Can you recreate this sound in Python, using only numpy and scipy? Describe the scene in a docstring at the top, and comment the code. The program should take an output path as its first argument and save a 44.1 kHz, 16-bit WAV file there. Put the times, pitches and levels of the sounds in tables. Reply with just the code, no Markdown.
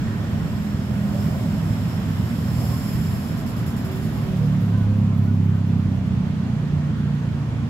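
"""Traffic rumble and hiss, and a small single-cylinder vehicle droning past behind a wall as it slows down;
a second one fades further off. Engines are multiples of a gliding firing rate, lifted by standing waves
between the walls; traffic is shaped noise. A bright mechanical hiss, noise ringing in small metal cavities,
swells with the pass, breaks into puffs and dies away. A wavering hum, faint short gliding calls and dry
ticks are added. Two microphone ports a hand apart."""
import sys
import numpy as np
from scipy import signal
from scipy.fft import rfft, irfft, next_fast_len
from scipy.io import wavfile
from scipy.ndimage import uniform_filter1d, map_coordinates

SR = 44100
rng = np.random.default_rng(int(sys.argv[2]) if len(sys.argv) > 2 else 0)


def inscribe(sig):
    """Save sig as 16-bit PCM at rate SR to the path in sys.argv[1].

    A 1-D sig is mono; a 2-D sig holds one channel per row.
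    Samples are clipped to [-1, 1] before scaling.
    """
    pcm = np.round(np.clip(np.atleast_2d(sig).T, -1, 1) * 32767)
    wavfile.write(sys.argv[1], SR, pcm.astype(np.int16))


N = 339129
T_S = np.arange(N) / SR
LEFT_RIGHT = np.array([[1], [-1]])


def amp(db):
    """Amplitude ratio of a level in dB."""
    return 10 ** (np.asarray(db) / 20)


def unit(x):
    """x scaled to rms 1."""
    return x / np.sqrt(np.mean(x ** 2) + 1e-20)


def along(points, hz):
    """(f/Hz, value) points interpolated on a log frequency axis."""
    f, v = np.transpose(points)
    return np.interp(np.log(hz + 1), np.log(f + 1), v)


def curves(rows):
    """One value per sample for each column after the time."""
    t_s, *columns = np.transpose(rows)
    return [np.interp(T_S, t_s, column) for column in columns]


def wobble(rate_hz):
    """Smooth random curve, rate_hz knots a second."""
    knots = rng.standard_normal(int(N * rate_hz / SR) + 4)
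    return map_coordinates(knots, [np.arange(N) * rate_hz / SR])


def filtered(x, response):
    """x times a complex response of frequency."""
    m = next_fast_len(N + 8192)
    return irfft(rfft(x, m) * response(np.fft.rfftfreq(m, 1 / SR)), m)[..., :N]


def rush(gain, alike, patchy_db):
    """Stereo noise of rms 1, coloured by gain(hz), with time-frequency patches of random level."""
    z = signal.stft(rng.standard_normal((2, N)), nperseg=512)[2]
    field = rng.standard_normal(z.shape[1:])
    field = uniform_filter1d(field, size=6, axis=0)  # bins
    field = uniform_filter1d(field, size=12, axis=1)  # frames
    pair = signal.istft(z * amp(patchy_db * unit(field)), nperseg=512)[1][:, :N]

    def mid_side_gain(hz):
        turn = np.arccos(np.clip(along(alike, hz), -1, 1)) / 2  # port correlation = cos(2 turn)
        return gain(hz) * np.array([np.cos(turn), np.sin(turn)])

    mid, side = filtered(pair, mid_side_gain)
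    return unit(np.array([mid + side, mid - side]))


def leading(pair, lead_s):
    """The left port hears the sound lead_s earlier than the right."""
    return filtered(pair, lambda hz: np.exp(1j * np.pi * hz * lead_s * LEFT_RIGHT))


# tyre hiss: t/s, level/dB
TYRE_LEVEL = [(0, -45), (.7, -46), (1.4, -45), (2.7, -44), (3.2, -45), (4.35, -45.5), (4.9, -48),
              (5.3, -49.5), (6.5, -47.5), (7.69, -48)]
# airy band of the roar: t/s, level/dB
WASH_LEVEL = [(0, -46), (1.2, -51), (2, -50.5), (3.1, -52.5), (4.3, -51), (5, -60), (5.9, -55.5),
              (6.5, -51), (7.69, -53)]
# drone swells: t/s, rise/dB, half length/s
DRONE_SWELLS = [(1.2, 9.5, 0.35), (2.62, 9, 0.076), (4.34, 6.5, .2)]
# layer spectra (drone: hollow band of the roar): f/Hz, relative density/dB
RUMBLE_SHAPE = [(12, -64), (20, -34), (53, -8), (70, -3), (108, 2), (195, -2.5), (226, -0.5), (258, -7.5),
                (329, -17), (500, -22.5), (650, -50), (1100, -120)]
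ROAR_SHAPE = [(160, -23.5), (280, 1.5), (341, -8.5), (456, -10.5), (638, -6.5), (830, -9), (1030, -8),
              (1600, -15.5), (2080, -56), (3520, -120)]
TYRE_SHAPE = [(650, -27), (1100, -14.5), (1790, -6), (2110, -6), (3400, -9), (3680, -11.5), (5410, -17),
              (7300, -20), (8520, -26.5), (12700, -30), (15500, -43.5)]
DRONE_SHAPE = [(330, -36), (480, -18), (530, 0), (630, -1.5), (740, -5.5), (1000, -34.5)]
WASH_SHAPE = [(1000, -43), (1300, 2.5), (1600, 2), (1900, 4.5), (2100, -14), (2800, -40)]
# left-right likeness of the traffic: f/Hz, correlation
TRAFFIC_ALIKE = [(40, 0.48), (150, 1), (380, 0.79), (950, 0.41), (2400, 0.23), (6000, 0.0071),
                 (15000, 0.076)]
# mean level, and dB per dB of swing in the tyre hiss
RUMBLE_DB, RUMBLE_FOLLOWS = -26, 0.41
ROAR_DB, ROAR_FOLLOWS = -40.5, 0.85
DRONE_DB, DRONE_FOLLOWS = -50.5, 1.45  # before swells and wobble


def traffic():
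    """Far road noise in five bands that swing together, except the wash; unrelated at the ports in the treble."""
    tyre_db = curves(TYRE_LEVEL)[0]
    swing_db = tyre_db - tyre_db.mean()
    rumble_db = RUMBLE_DB + RUMBLE_FOLLOWS * swing_db
    roar_db = ROAR_DB + ROAR_FOLLOWS * swing_db
    swell_db = sum(db * np.exp(-((T_S - s) / half_s) ** 2) for s, db, half_s in DRONE_SWELLS)
    drone_db = DRONE_DB + DRONE_FOLLOWS * swing_db + swell_db + 1.9 * wobble(3.94)
    wash_db = curves(WASH_LEVEL)[0] + 0.73 * wobble(4)
    layers = (  # level, spectrum, patchiness/dB
        (rumble_db, RUMBLE_SHAPE, 1.2),
        (roar_db, ROAR_SHAPE, 1.1),
        (tyre_db, TYRE_SHAPE, .8),
        (drone_db, DRONE_SHAPE, 1.5),
        (wash_db, WASH_SHAPE, 1.2))
    return sum(amp(level_db) * rush(lambda hz: amp(along(shape, hz)), TRAFFIC_ALIKE, patchy_db)
               for level_db, shape, patchy_db in layers)


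# faint calls: t/s, length/s, start f/Hz, end f/Hz, level/dB of partials 1, 2, 3
CALLS = [(2.72, 0.047, 524, 539.7, -70, -41, -72), (4.4, 0.088, 482, 490, -39.5, -70, -70),
         (4.71, .165, 530, 479.4, -49, -50, -50), (4.81, 0.28, 520, 516.3, -46, -71, -62),
         (5.272, 0.037, 489.4, 482.6, -76, -52, -47), (5.52, 0.066, 522, 497.2, -70, -65, -51)]


def calls():
    """Short gliding harmonic tones, each under a half-sine power envelope."""
    out = np.zeros(N)
    for start_s, length_s, start_hz, end_hz, *partial_db in CALLS:
        u = np.linspace(0, 1, round(length_s * SR))
        phase = 2 * np.pi * np.cumsum(start_hz + (end_hz - start_hz) * u) / SR
        tone = sum(amp(db) * np.sin(k * phase) for k, db in enumerate(partial_db, 1))
        out[round(start_s * SR):][:len(u)] += np.sqrt(2 * np.sin(np.pi * u)) * tone
    return out


def orders(rate_hz, numbers, gains, drift_rad, flutter_db):
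    """Multiples of a rate, one ringing pulse a cycle; echoes make each drift, flutter and differ at the ports."""
    crank = 2 * np.pi * np.cumsum(rate_hz) / SR
    out = np.zeros((2, N))
    for k, gain in zip(numbers, gains):
        ring = 0.11 * (k - 4.5) ** 2 + np.angle(gain)  # the pipe lets the high orders out first
        apart = 0.073 * rng.standard_normal() * LEFT_RIGHT
        level = np.sqrt(2) * abs(gain) * amp(flutter_db * wobble(9))
        out += level * np.cos(k * crank + ring + drift_rad * wobble(3) + apart)
    return out


# hum: t/s, level/dB
HUM_LEVEL = [(0, -50), (1.5, -61), (2.5, -57), (2.9, -53.5), (4.3, -48.5), (4.7, -57), (5.3, -45.5),
             (5.7, -49), (6, -62), (7.69, -71)]
HUM_HZ = 379


def hum():
    """One steady-pitched partial, wavering in phase and level."""
    return orders(np.full(N, HUM_HZ), [1], amp(curves(HUM_LEVEL)), drift_rad=0.7, flutter_db=5.0)


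# hiss: t/s, level/dB
HISS_LEVEL = [(0, -54.5), (.5, -51.5), (1, -51.5), (1.22, -48), (1.45, -50.5), (1.7, -49.5), (2.1, -50.5),
              (2.4, -48), (2.65, -42.5), (3.3, -47.5), (3.9, -46.5), (4.2, -52), (4.7, -60.5), (5.1, -71),
              (5.7, -74), (6.3, -90)]
# broad spectrum: f/Hz, relative density/dB
HISS_BED = [(2060, -28.5), (3500, -18), (4140, -1), (5280, 8.5), (6360, -30), (7430, -6.5), (9960, -2.5),
            (12000, -6.5), (15500, -13)]
BED_DB = -23.0  # bed against cavity modes
# cavity resonances: f/Hz, half width/Hz, relative peak/dB
CAVITY_MODES = [(5216, 64, 3.5), (7390, 205, -1), (8950, 47, -29), (11600, 410, -5.5), (12800, 290, -12),
                (13600, 660, -8)]
HISS_LEAD_S = 0.000448  # further to the left than the low sounds
PASS_S, PASS_SPAN_S, SHIFT_RATIO = 2.9, 1.6, .016


def cavity_noise():
    """Noise ringing in small metal cavities; the pass shifts its pitch from raised to lowered."""
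    def colour(hz):
        modes = sum(amp(2 * db) * w * w / ((hz - c) ** 2 + w * w) for c, w, db in CAVITY_MODES)
        return np.sqrt(amp(2 * along(HISS_BED, hz) + BED_DB) + modes * (hz > 3000))  # power sum

    noise = leading(rush(colour, [(5000, 0.23), (15000, 0.15)], patchy_db=1.1), HISS_LEAD_S)
    speed = 1 - SHIFT_RATIO * np.tanh((T_S - PASS_S) / PASS_SPAN_S)
    # running sum started at zero: arrives faster while nearing, slower while leaving
    read = np.cumsum(speed)
    return unit(np.array([map_coordinates(port, [read], mode="mirror") for port in noise]))


# hiss sinks and snaps back: t of return/s, depth/dB
HISS_DIPS = [(3.368, 5), (3.461, 8), (3.562, 9), (3.661, 9), (3.764, 9), (3.846, 9), (3.912, 5), (3.955, 3),
             (4.02, 4), (4.13, 3), (4.361, 6), (4.438, 4), (4.518, 4), (4.6, 6), (4.773, 5)]
DIP_S = 0.065
TREBLE_DB, BRIGHTENS_DB_PER_S = -1.5, 1.06  # treble gain at t = 0, and its growth


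def swelling_hiss(noise):
    """Cavity noise that swells, breaks up in dips and grows brighter with time."""
    level_db = curves(HISS_LEVEL)[0] + 0.6 * wobble(12)
    for s, depth_db in HISS_DIPS:
        level_db -= depth_db * np.interp(T_S, [s - DIP_S, s - .008, s, s + .003], [0, 1, 1, 0])
    treble_db = TREBLE_DB + BRIGHTENS_DB_PER_S * T_S
    treble = filtered(noise, lambda hz: np.clip((hz - 8500) / 1500, 0, 1))
    return amp(level_db) * (noise + (amp(treble_db) - 1) * treble)


# late treble puffs: t/s, level/dB
PUFFS = [(4.6, -63), (4.775, -71), (4.966, -66), (5.147, -63), (5.229, -61), (5.33, -66), (5.438, -64),
         (5.546, -64), (5.665, -65), (5.779, -65), (5.9, -69)]
PUFF_T60_S = .3
# dry ticks: t/s, nominal peak level/dB
TICKS = [(3.6616, -39), (3.8468, -40), (3.9135, -40), (5.1776, -43), (5.683, -51), (6.0631, -48),
         (6.8644, -53), (6.982, -48), (7.1462, -51)]
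TICK_T60_S, TICK_CREST_DB = .08, 12


def puffs_and_ticks(noise):
    """Treble of the cavity noise in bursts with a sharp onset and exponential decay."""
    bursts = [(s, db, PUFF_T60_S) for s, db in PUFFS]
    bursts += [(s, db - TICK_CREST_DB, TICK_T60_S) for s, db in TICKS]
    envelope = np.zeros(N)
    for s, db, t60_s in bursts:
        onset = np.clip((T_S - s) / .0015, 0, 1)
        envelope += onset * amp(db - 60 * np.maximum(T_S - s, 0) / t60_s)
    top = filtered(noise, lambda hz: amp(along([(8000, -22.0), (11000, 1.0), (15000, 7)], hz)))
    return envelope * unit(top)


def hiss():
    """Swelling hiss, puffs and ticks share one cavity noise."""
    noise = cavity_noise()
    return swelling_hiss(noise) + puffs_and_ticks(noise)


# exhaust pipe: f/Hz, gain/dB
PIPE = [(60.0, -23.8), (72.0, -21.5), (85.0, -2), (130.0, -1), (200.0, -5), (240.0, -7), (270.0, -14.5),
        (320.0, -30.5)]
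# standing waves between the walls: f/Hz, half width/Hz, level over the direct sound/dB
WALL_MODES = [(103.8, 2, 8.7), (113, 3, 1), (147.7, 2.6, 9.5), (167.3, 2, -1), (183, 6.8, 4.5),
              (204, 2.1, 4.2)]


def exhaust(rate_hz, level_db, numbers):
    """Complex gain of each order after the pipe and the standing waves it glides through."""
    hz = np.outer(numbers, rate_hz)
    walls = 1 + sum(amp(db) * w / (w + 1j * (hz - c)) for c, w, db in WALL_MODES)
    return amp(level_db + along(PIPE, hz)) * walls


# far engine: t/s, firing f/Hz, level before the pipe/dB
FAR_RUN = [(.4, 34, -47), (.9, 33.6, -45.5), (1.8, 33.9, -36.5), (2.1, 32.57, -32.5), (3.15, 31.74, -34.5),
           (3.6, 30.8, -59)]
# multiples of the firing rate
FAR_ORDERS = [3, 5]
# gain of each far order/dB, favouring the fifth
FAR_ORDERS_DB = [
    [-3],
    [2.5],
]


def far_engine():
    """Two orders of a slowing exhaust, strongly fluttering."""
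    rate_hz, level_db = curves(FAR_RUN)
    gains = exhaust(rate_hz, level_db, FAR_ORDERS) * amp(FAR_ORDERS_DB)
    return orders(rate_hz, FAR_ORDERS, gains, drift_rad=1.0, flutter_db=2.5)


# near engine: t/s, firing f/Hz, level before the pipe/dB
NEAR_RUN = [(0, 42.32, -43.5), (.5, 41.19, -37.5), (1, 40.6, -32.5), (1.5, 40.55, -30.5), (2, 39.55, -37.5),
            (2.5, 39.54, -30.5), (3, 40.6, -35), (3.3, 40.48, -37), (3.5, 39.3, -39.5), (4.2, 38.22, -39),
            (4.33, 37.54, -34), (4.52, 36.3, -29.5), (4.65, 35.3, -29), (4.8, 34.47, -30),
            (5.4, 33.37, -27.5), (5.7, 32.95, -27.5), (6.2, 30.8, -30.5), (6.6, 29.97, -35),
            (7, 29.32, -35.5), (7.69, 28.1, -35.5)]
# multiples of the firing rate
NEAR_ORDERS = [2, 3, 4, 5, 6, 7, 8, 9]
FLUTTER_DB, FLUTTER_DB_PER_DB = 1.1, .12  # at the loudest, and growth as the level falls


def near_engine():
    """Exhaust pulses of the passing engine; the fainter it is, the more its orders flutter."""
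    rate_hz, level_db = curves(NEAR_RUN)
    flutter_db = FLUTTER_DB + FLUTTER_DB_PER_DB * np.clip(level_db.max() - level_db, 0, 10)
    gains = exhaust(rate_hz, level_db, NEAR_ORDERS)
    return orders(rate_hz, NEAR_ORDERS, gains, drift_rad=.35, flutter_db=flutter_db)


LEAD_S = .00012  # low sounds reach the left port first


def scene():
    """Traffic, calls, hum and engines share one direction; the hiss has its own."""
    low = traffic() + calls() + hum() + far_engine() + near_engine()
    return leading(low, LEAD_S) + hiss()


# port sensitivity: f/Hz, left minus right/dB
LEFT_DB = [(60, -1.5), (150, -2.5), (380, -2.5), (950, -3.0), (2380, -2.0), (5980, -2), (15000, 1.5)]
TOP_HZ = 15750


def record(dry):
    """The two ports differ in sensitivity; nothing passes above the band limit."""
    return filtered(dry, lambda hz: amp(along(LEFT_DB, hz) * LEFT_RIGHT / 2) * (hz < TOP_HZ))


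dry = scene()
out = record(dry)
inscribe(out)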